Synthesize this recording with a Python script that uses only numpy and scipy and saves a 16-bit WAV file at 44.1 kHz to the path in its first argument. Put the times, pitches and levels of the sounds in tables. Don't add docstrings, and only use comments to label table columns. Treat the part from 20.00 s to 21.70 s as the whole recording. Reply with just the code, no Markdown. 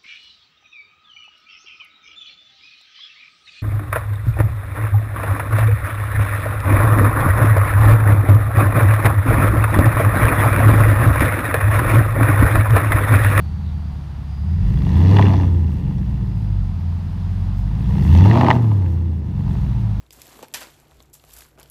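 import sys
import numpy as np
from scipy import signal
from scipy.fft import rfft, irfft
from scipy.io import wavfile
from scipy.ndimage import uniform_filter1d

SR = 44100
rng = np.random.default_rng(int(sys.argv[2]) if len(sys.argv) > 2 else 0)


def nominal_scale(level):
    x = np.asarray(level, float) / 20
    return 10 ** x


def pcm_store(signal):
    levels = np.round(np.clip(np.atleast_2d(signal), -1, 1) * 32767)
    wavfile.write(sys.argv[1], SR, levels.astype(np.int16).T)


N = 74970
t = np.arange(N) / SR


def unit(x):
    return x / np.sqrt(np.mean(x ** 2))


def band(x, lo_hz, hi_hz):
    return signal.sosfilt(signal.butter(3, [lo_hz, min(hi_hz, .47 * SR)], "band", fs=SR, output="sos"), x)


def shape(table, hz):
    table_hz, table_db = np.array(table).T
    return np.interp(np.log(hz), np.log(table_hz), table_db)


def fade(t60, size):
    return np.exp(-np.log(1000) * np.arange(size) / SR / t60)


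def add(out, x, s):
    i = int(s * SR)
    out[i:i + len(x)] += x[:len(out) - i]


def room_air():
    # frequency in Hz, density in dB per Hz.
    air_spectrum = [(15, -36), (25, 0.5), (55, -2), (143, 5), (196, -9), (324, -0.5), (1900, -65),
                    (11500, -39), (13800, -28.5)]
    hz = np.maximum(np.arange(N // 2 + 1) * SR / N, 1)
    spectrum = rfft(rng.standard_normal(N)) * nominal_scale(shape(air_spectrum, hz)) * (hz > 18)
    return unit(irfft(spectrum, N)) * nominal_scale(-63)


def refrigerator():
    # frequency in Hz, pitch waver in Hz, level in dB.
    hum_tones = [(59.7, 3.7, -57), (90.7, 3.2, -70.5), (143.3, 1.44, -65.5)]
    # time in seconds, level in dB.
    compressor_load = [(0.0, -49.5), (0.08, -63.5), (0.202, -56), (0.24, -70), (0.374, -60), (0.5, -84),
                       (0.538, -62), (0.912, -67), (0.942, -53.5), (1.174, -66.5), (1.376, -52),
                       (1.486, -65), (1.604, -57), (1.7, -59.5)]
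    load_s, load_db = np.array(compressor_load).T
    load = nominal_scale(uniform_filter1d(np.interp(t, load_s, load_db) + 58, size=800))
    out = np.zeros(N)
    for k, (hz, waver_hz, db) in enumerate(hum_tones):
        waver = uniform_filter1d(rng.standard_normal(N), size=2000)
        waver = unit(uniform_filter1d(waver, size=2000))
        tone = np.sqrt(2) * np.sin(2 * np.pi * np.cumsum(hz + waver_hz * waver) / SR)
        swell = load if k == 0 else nominal_scale(1.3 * waver[::-1])
        out += tone * nominal_scale(db) * swell
    return out


def thuds():
    # time in seconds, peak in dB, pitch in Hz.
    knocks = [(0.176, -48, 310), (0.3903, -40, 800), (0.3926, -38, 500), (0.4215, -41, 330),
              (0.4304, -27, 430), (0.5458, -30, 650), (0.6215, -33, 700), (0.6712, -42, 340),
              (0.9182, -47, 880), (1.004, -42, 500), (1.1532, -51, 1150), (1.2405, -43, 550),
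              (1.2939, -48, 800), (1.3527, -48, 1200), (1.4511, -46, 1000), (1.5765, -47, 1100),
              (1.5798, -46, 500), (1.5848, -41, 600), (1.5924, -40, 380), (1.6086, -42, 1100),
              (1.6193, -45, 400),
              (0.1071, -48, 470), (0.1884, -46, 540), (0.3267, -46, 990), (0.3676, -43, 310),
                   (0.5412, -33, 720), (0.5732, -37, 760), (0.6407, -39, 640), (0.7355, -52, 1500),
                   (1.2069, -54, 940), (1.4582, -49, 1230), (1.4832, -52, 1340), (1.5123, -56, 1380),
                   (1.5539, -56, 1260), (1.5988, -44, 1350)]
    rise_cycles, size = .31, 4000
    overtone_ratio, overtone_db = 2.19, -8.5
    tail_db, tail_t60_s = -12.5, 0.056
    out = np.zeros(N)
    for s, db, hz in knocks:
        u = t[:size] * hz / rise_cycles
        phase = 2 * np.pi * rise_cycles * (u - 1)
        pocket = np.cos(phase) * u * np.exp(1 - u)
        overtone = np.cos(overtone_ratio * phase) * u * np.exp(1 - u / 2) / 2
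        tail = unit(band(rng.standard_normal(size), hz / 1.32, hz * 1.48)) * fade(tail_t60_s, size)
        thud = pocket + nominal_scale(overtone_db) * overtone + nominal_scale(tail_db) * tail
        add(out, nominal_scale(db) * thud, s - rise_cycles / hz)
    return band(out, 125, 7300)


def rings():
    # time in
    # seconds, peak in dB, pitch in Hz, t60 in seconds.
    modes = [(.269, -44, 4500, 0.013), (0.4314, -35, 230.3, 0.043), (.4355, -34.5, 874, 0.044),
             (.5445, -27, 2463, 0.038), (.5437, -31, 1785, 0.073), (.5437, -29, 5900, 0.069),
             (.484, -47, 2300, .02), (.1082, -35, 5000, 0.016), (.5555, -34.5, 944, 0.049),
             (.576, -39, 3010, .04), (.6185, -38, 626, 0.048), (.622, -42, 1420, 0.06),
             (1.0046, -48, 4000, .012), (1.1979, -46.5, 2780, 0.021), (1.3076, -45.5, 3220, 0.025),
             (1.4071, -42, 2600, .02), (1.6152, -56, 2880, 0.0078)]
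    rise_s, wobble_rad, size = 0.000993, .6, 5000
    out, u = np.zeros(N), t[:size]
    for s, db, hz, t60 in modes:
        drift = uniform_filter1d(rng.standard_normal(size), size=int(4 * SR / hz))
        wobble = wobble_rad * unit(drift)
        tone = np.sin(2 * np.pi * hz * u + wobble - wobble[0])
        envelope = fade(t60, size) * (1 - np.exp(-u / rise_s))
        add(out, nominal_scale(db) * tone * envelope, s - rise_s)
    return out


def snaps():
    # time in seconds, peak in dB,
    # middle share in dB, top share in dB.
    folds = [(0.0649, -61, 8, -1), (0.1071, -37, 0, -5), (0.1172, -49, 0, -7), (0.127, -37, -16, -3),
             (0.1316, -35, -14, -12), (0.2178, -32, -4, 2), (0.2207, -44, -1, 0),
             (0.257, -41, -5, -1), (0.269, -46, 2, 9), (0.3922, -49, 5, 2), (0.4275, -36, 0, -3),
             (0.4324, -40, -1, 2), (0.4427, -44, -16, -6), (0.4456, -45, 2, -9), (0.4835, -50, 6, 8),
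             (0.5162, -58, 6, -11), (0.5281, -49, -12, 4), (0.7394, -52, 1, -6),
             (0.8002, -47, -15, 1), (0.8815, -61, 1, 7), (0.912, -52, 4, 1), (0.9701, -56, -3, 1),
             (1.0039, -52, 11, 0), (1.0218, -56, 1, 5), (1.0259, -44, -12, -2), (1.0344, -67, 8, 16),
             (1.099, -57, -8, 2), (1.1363, -41, -15, 2), (1.1419, -39, -19, 4),
             (0.5391, -19, -6, -4),
        (0.5437, -20, 0, -10),
        (0.5489, -36, 8, 14),
        (0.5584, -32, 4, -1),
        (0.5725, -33, -1, 3),
        (0.6074, -38, -9, 7),
        (0.6197, -43, 3, 0),
        (0.6307, -38, 1, 0),
        (0.6366, -39, 2, 1),
        (0.6709, -54, 12, 4),
             (1.1977, -60, 15, 3), (1.2395, -47, 2, 2), (1.2495, -48, -13, 2), (1.2937, -53, 6, -5),
                  (1.3037, -47, -5, 5), (1.3209, -42, -12, -2), (1.3374, -39, -8, 9), (1.3661, -36, -13, 2),
                  (1.3728, -46, 2, 11), (1.386, -43, -12, 9), (1.3893, -40, -11, 4), (1.407, -39, 0, 6),
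                  (1.4507, -57, 12, -10), (1.5137, -60, 4, -5), (1.5541, -62, 2, -11), (1.5981, -38, -5, 1),
                  (1.6044, -48, -16, 6), (1.6093, -54, 6, 2), (1.6152, -50, 9, -12), (1.6304, -40, -1, 1),
                  (1.6388, -55, 3, 7), (1.6592, -52, 7, 0), (1.6766, -53, -14, 1), (1.6857, -58, -3, -2),
                  (1.6996, -44, -15, 9),
             (0.1355, -46, -12, 2), (0.1394, -48, -6, -4), (0.2793, -41, -5, -4),
                   (0.2976, -45, -12, -10), (0.3162, -55, 4, 8), (0.3193, -50, 3, 0), (0.3241, -49, 5, -2),
                   (0.3293, -42, -3, -9), (0.4578, -48, -6, -8), (0.5412, -25, -4, -4),
                   (0.5463, -28, 0, -8), (0.5514, -30, 0, -8), (0.6135, -42, 5, 2), (0.6248, -42, 6, -2),
                   (0.7005, -51, -1, -3), (0.8066, -54, -3, 1), (0.8512, -63, 7, -2),
                   (0.9183, -51, -7, -10), (0.9437, -56, -1, -3), (1.0573, -59, -2, 4),
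                   (1.132, -46, -15, 4), (1.1392, -43, -15, 1), (1.1525, -50, -6, 8), (1.2155, -55, -7, 2),
                   (1.3337, -42, -5, -3), (1.3443, -51, -6, 8), (1.4868, -60, 0, 13), (1.577, -59, -1, 0),
                   (1.5853, -53, 1, -4), (1.5903, -51, 4, -2)]
    tick_db, snap_db, lead_s, size = 14.5, 1, .0003, 2500
    crack_t60_s, tail_db, tail_t60_s = .0095, -23, 0.055
    decay = fade(crack_t60_s, size) + nominal_scale(tail_db) * fade(tail_t60_s, size)
    out = np.zeros(N)
    for s, db, mid_db, top_db in folds:
        noise = rng.standard_normal((3, size))
        noise[:, 0] = nominal_scale(tick_db) * np.sign(noise[0, 0])
        noise *= decay
        body = band(noise[0], 5000, 9000)
        middle = band(noise[1], 2300, 5000)
        top = band(noise[2], 9000, 15500)
        crack = body / np.abs(body).max()
        crack += nominal_scale(mid_db) * middle / np.abs(middle).max()
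        crack += nominal_scale(top_db) * top / np.abs(top).max()
        add(out, crack * nominal_scale(db + snap_db), s - lead_s)
    return out


def creases():
    # time in seconds, effort in dB, brightness in dB per octave.
    hands = [(0, -64, -2), (.1, -72.5, -3), (0.131, -57, -0.5), (.2, -55, 0), (.4, -55, -2.5),
             (.44, -56, -4), (.475, -69, -3.5), (.6, -60, -5), (.72, -60.5, -0.5), (.86, -64.5, -3),
             (1.0, -64.5, -2.5), (1.12, -72, -4.5), (1.25, -62.5, -1), (1.33, -55.5, 1.5), (1.412, -52, 1),
             (1.5, -68, -2), (1.57, -72.5, -6.5), (1.7, -63.5, -1.5)]
    # start in seconds, level in dB, attack in
    # seconds, # release t60 in seconds, centre in Hz.
    slips = [
        (.5435, -29.5, 0.00087, 0.25, 2350),
        (.539, -29, .0005, 0.023, 1700),
        (0.32, -48, 0.069, 0.42, 13000),
        (.6, -32.5, 0.016, 0.24, 1420),
        (1.128, -44.5, 0.017, .2, 7700),
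        (1.574, -47.5, 0.022, 0.37, 1000),
        (.424, -38.5, 0.0038, 0.13, 940),
    ]
    # frequency in Hz, density in dB per Hz.
    film = [(120, -33), (200, -1.5), (655, -1), (1680, -6.5), (2470, -7), (3650, -6.5), (5900, -8.5),
            (8550, -6.5), (13800, -13.5)]
    creases_per_s, scatter_db, spread_oct, crease_t60_s = 1900, 2.4, 0.74, 0.0069
    rustle_db, slip_grain = 1, .3
    slip_above_db_per_oct, slip_below_db_per_oct = 4, 5.5
    hands_s, effort_db, bright_db = np.array(hands).T
    effort_db, bright_db = np.interp(t, hands_s, effort_db), np.interp(t, hands_s, bright_db)
    when, strength, colour = rng.random((int(creases_per_s * N / SR), 3)).T
    at = (when * N).astype(int)
    size = nominal_scale(-scatter_db * np.log(1.01 - strength))
    pitch_oct = 3.5 - 6 * colour
    out = np.zeros(N)
    for hz in 250 * 2 ** np.arange(0, 6.1, .5):
        octave = np.log2(hz / 3000)
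        share = np.exp(-((pitch_oct + octave) / spread_oct) ** 2)
        clicks = np.bincount(at, size * share, N)
        gate = unit(signal.fftconvolve(clicks, fade(crease_t60_s + 6 / hz, size=1500))[:N])
        handling = nominal_scale(effort_db + bright_db * octave)
        power = (handling * unit(gate + nominal_scale(rustle_db))) ** 2
        for s, db, attack_s, release_s, centre_hz in slips:
            late = np.clip(t - s, 0, None)
            above = np.log2(hz / centre_hz)
            off_db = max(slip_above_db_per_oct * above, -slip_below_db_per_oct * above)
            slip = nominal_scale(db - off_db - 60 * late / release_s) * np.clip(late / attack_s, 0, 1)
            power = power + (slip * unit(1 + slip_grain * gate)) ** 2
        noise = unit(band(rng.standard_normal(N), hz / 1.19, hz * 1.19))
        out += noise * np.sqrt(power * hz / 14000) * nominal_scale(shape(film, hz) + 5.5)
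    return out


def soft_echo(bag):
    echo_db, echo_t60_s, size = -14, 0.5, 12000
    echo = rng.standard_normal(size) * fade(echo_t60_s, size) * (t[:size] > .003)
    echo /= np.sqrt(np.sum(echo ** 2))
    return nominal_scale(echo_db) * signal.fftconvolve(bag, echo)[:N]


def scene():
    background = room_air() + refrigerator()
    bag = thuds() + rings() + snaps() + creases()
    return (bag + soft_echo(bag) + background)[None]


def top_cut(x):
    return signal.sosfilt(signal.butter(12, 15190, fs=SR, output="sos"), x)


def record(dry):
    # centre in Hz, width in Hz, gain in dB.
    mic_colour = [(7610, 620, 4.5), (8610, 1220, -4), (12000, 1900, 4)]
    hz = np.arange(N // 2 + 1) * SR / N
    gain_db = sum(db * np.exp(-((hz - f) / width) ** 2) for f, width, db in mic_colour)
    coloured = irfft(rfft(dry) * nominal_scale(gain_db), N)
    mix = signal.sosfilt(signal.cheby1(12, .5, 13900, fs=SR, output="sos"), coloured)
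    return top_cut(mix)


dry = scene()
out = record(dry)
pcm_store(out)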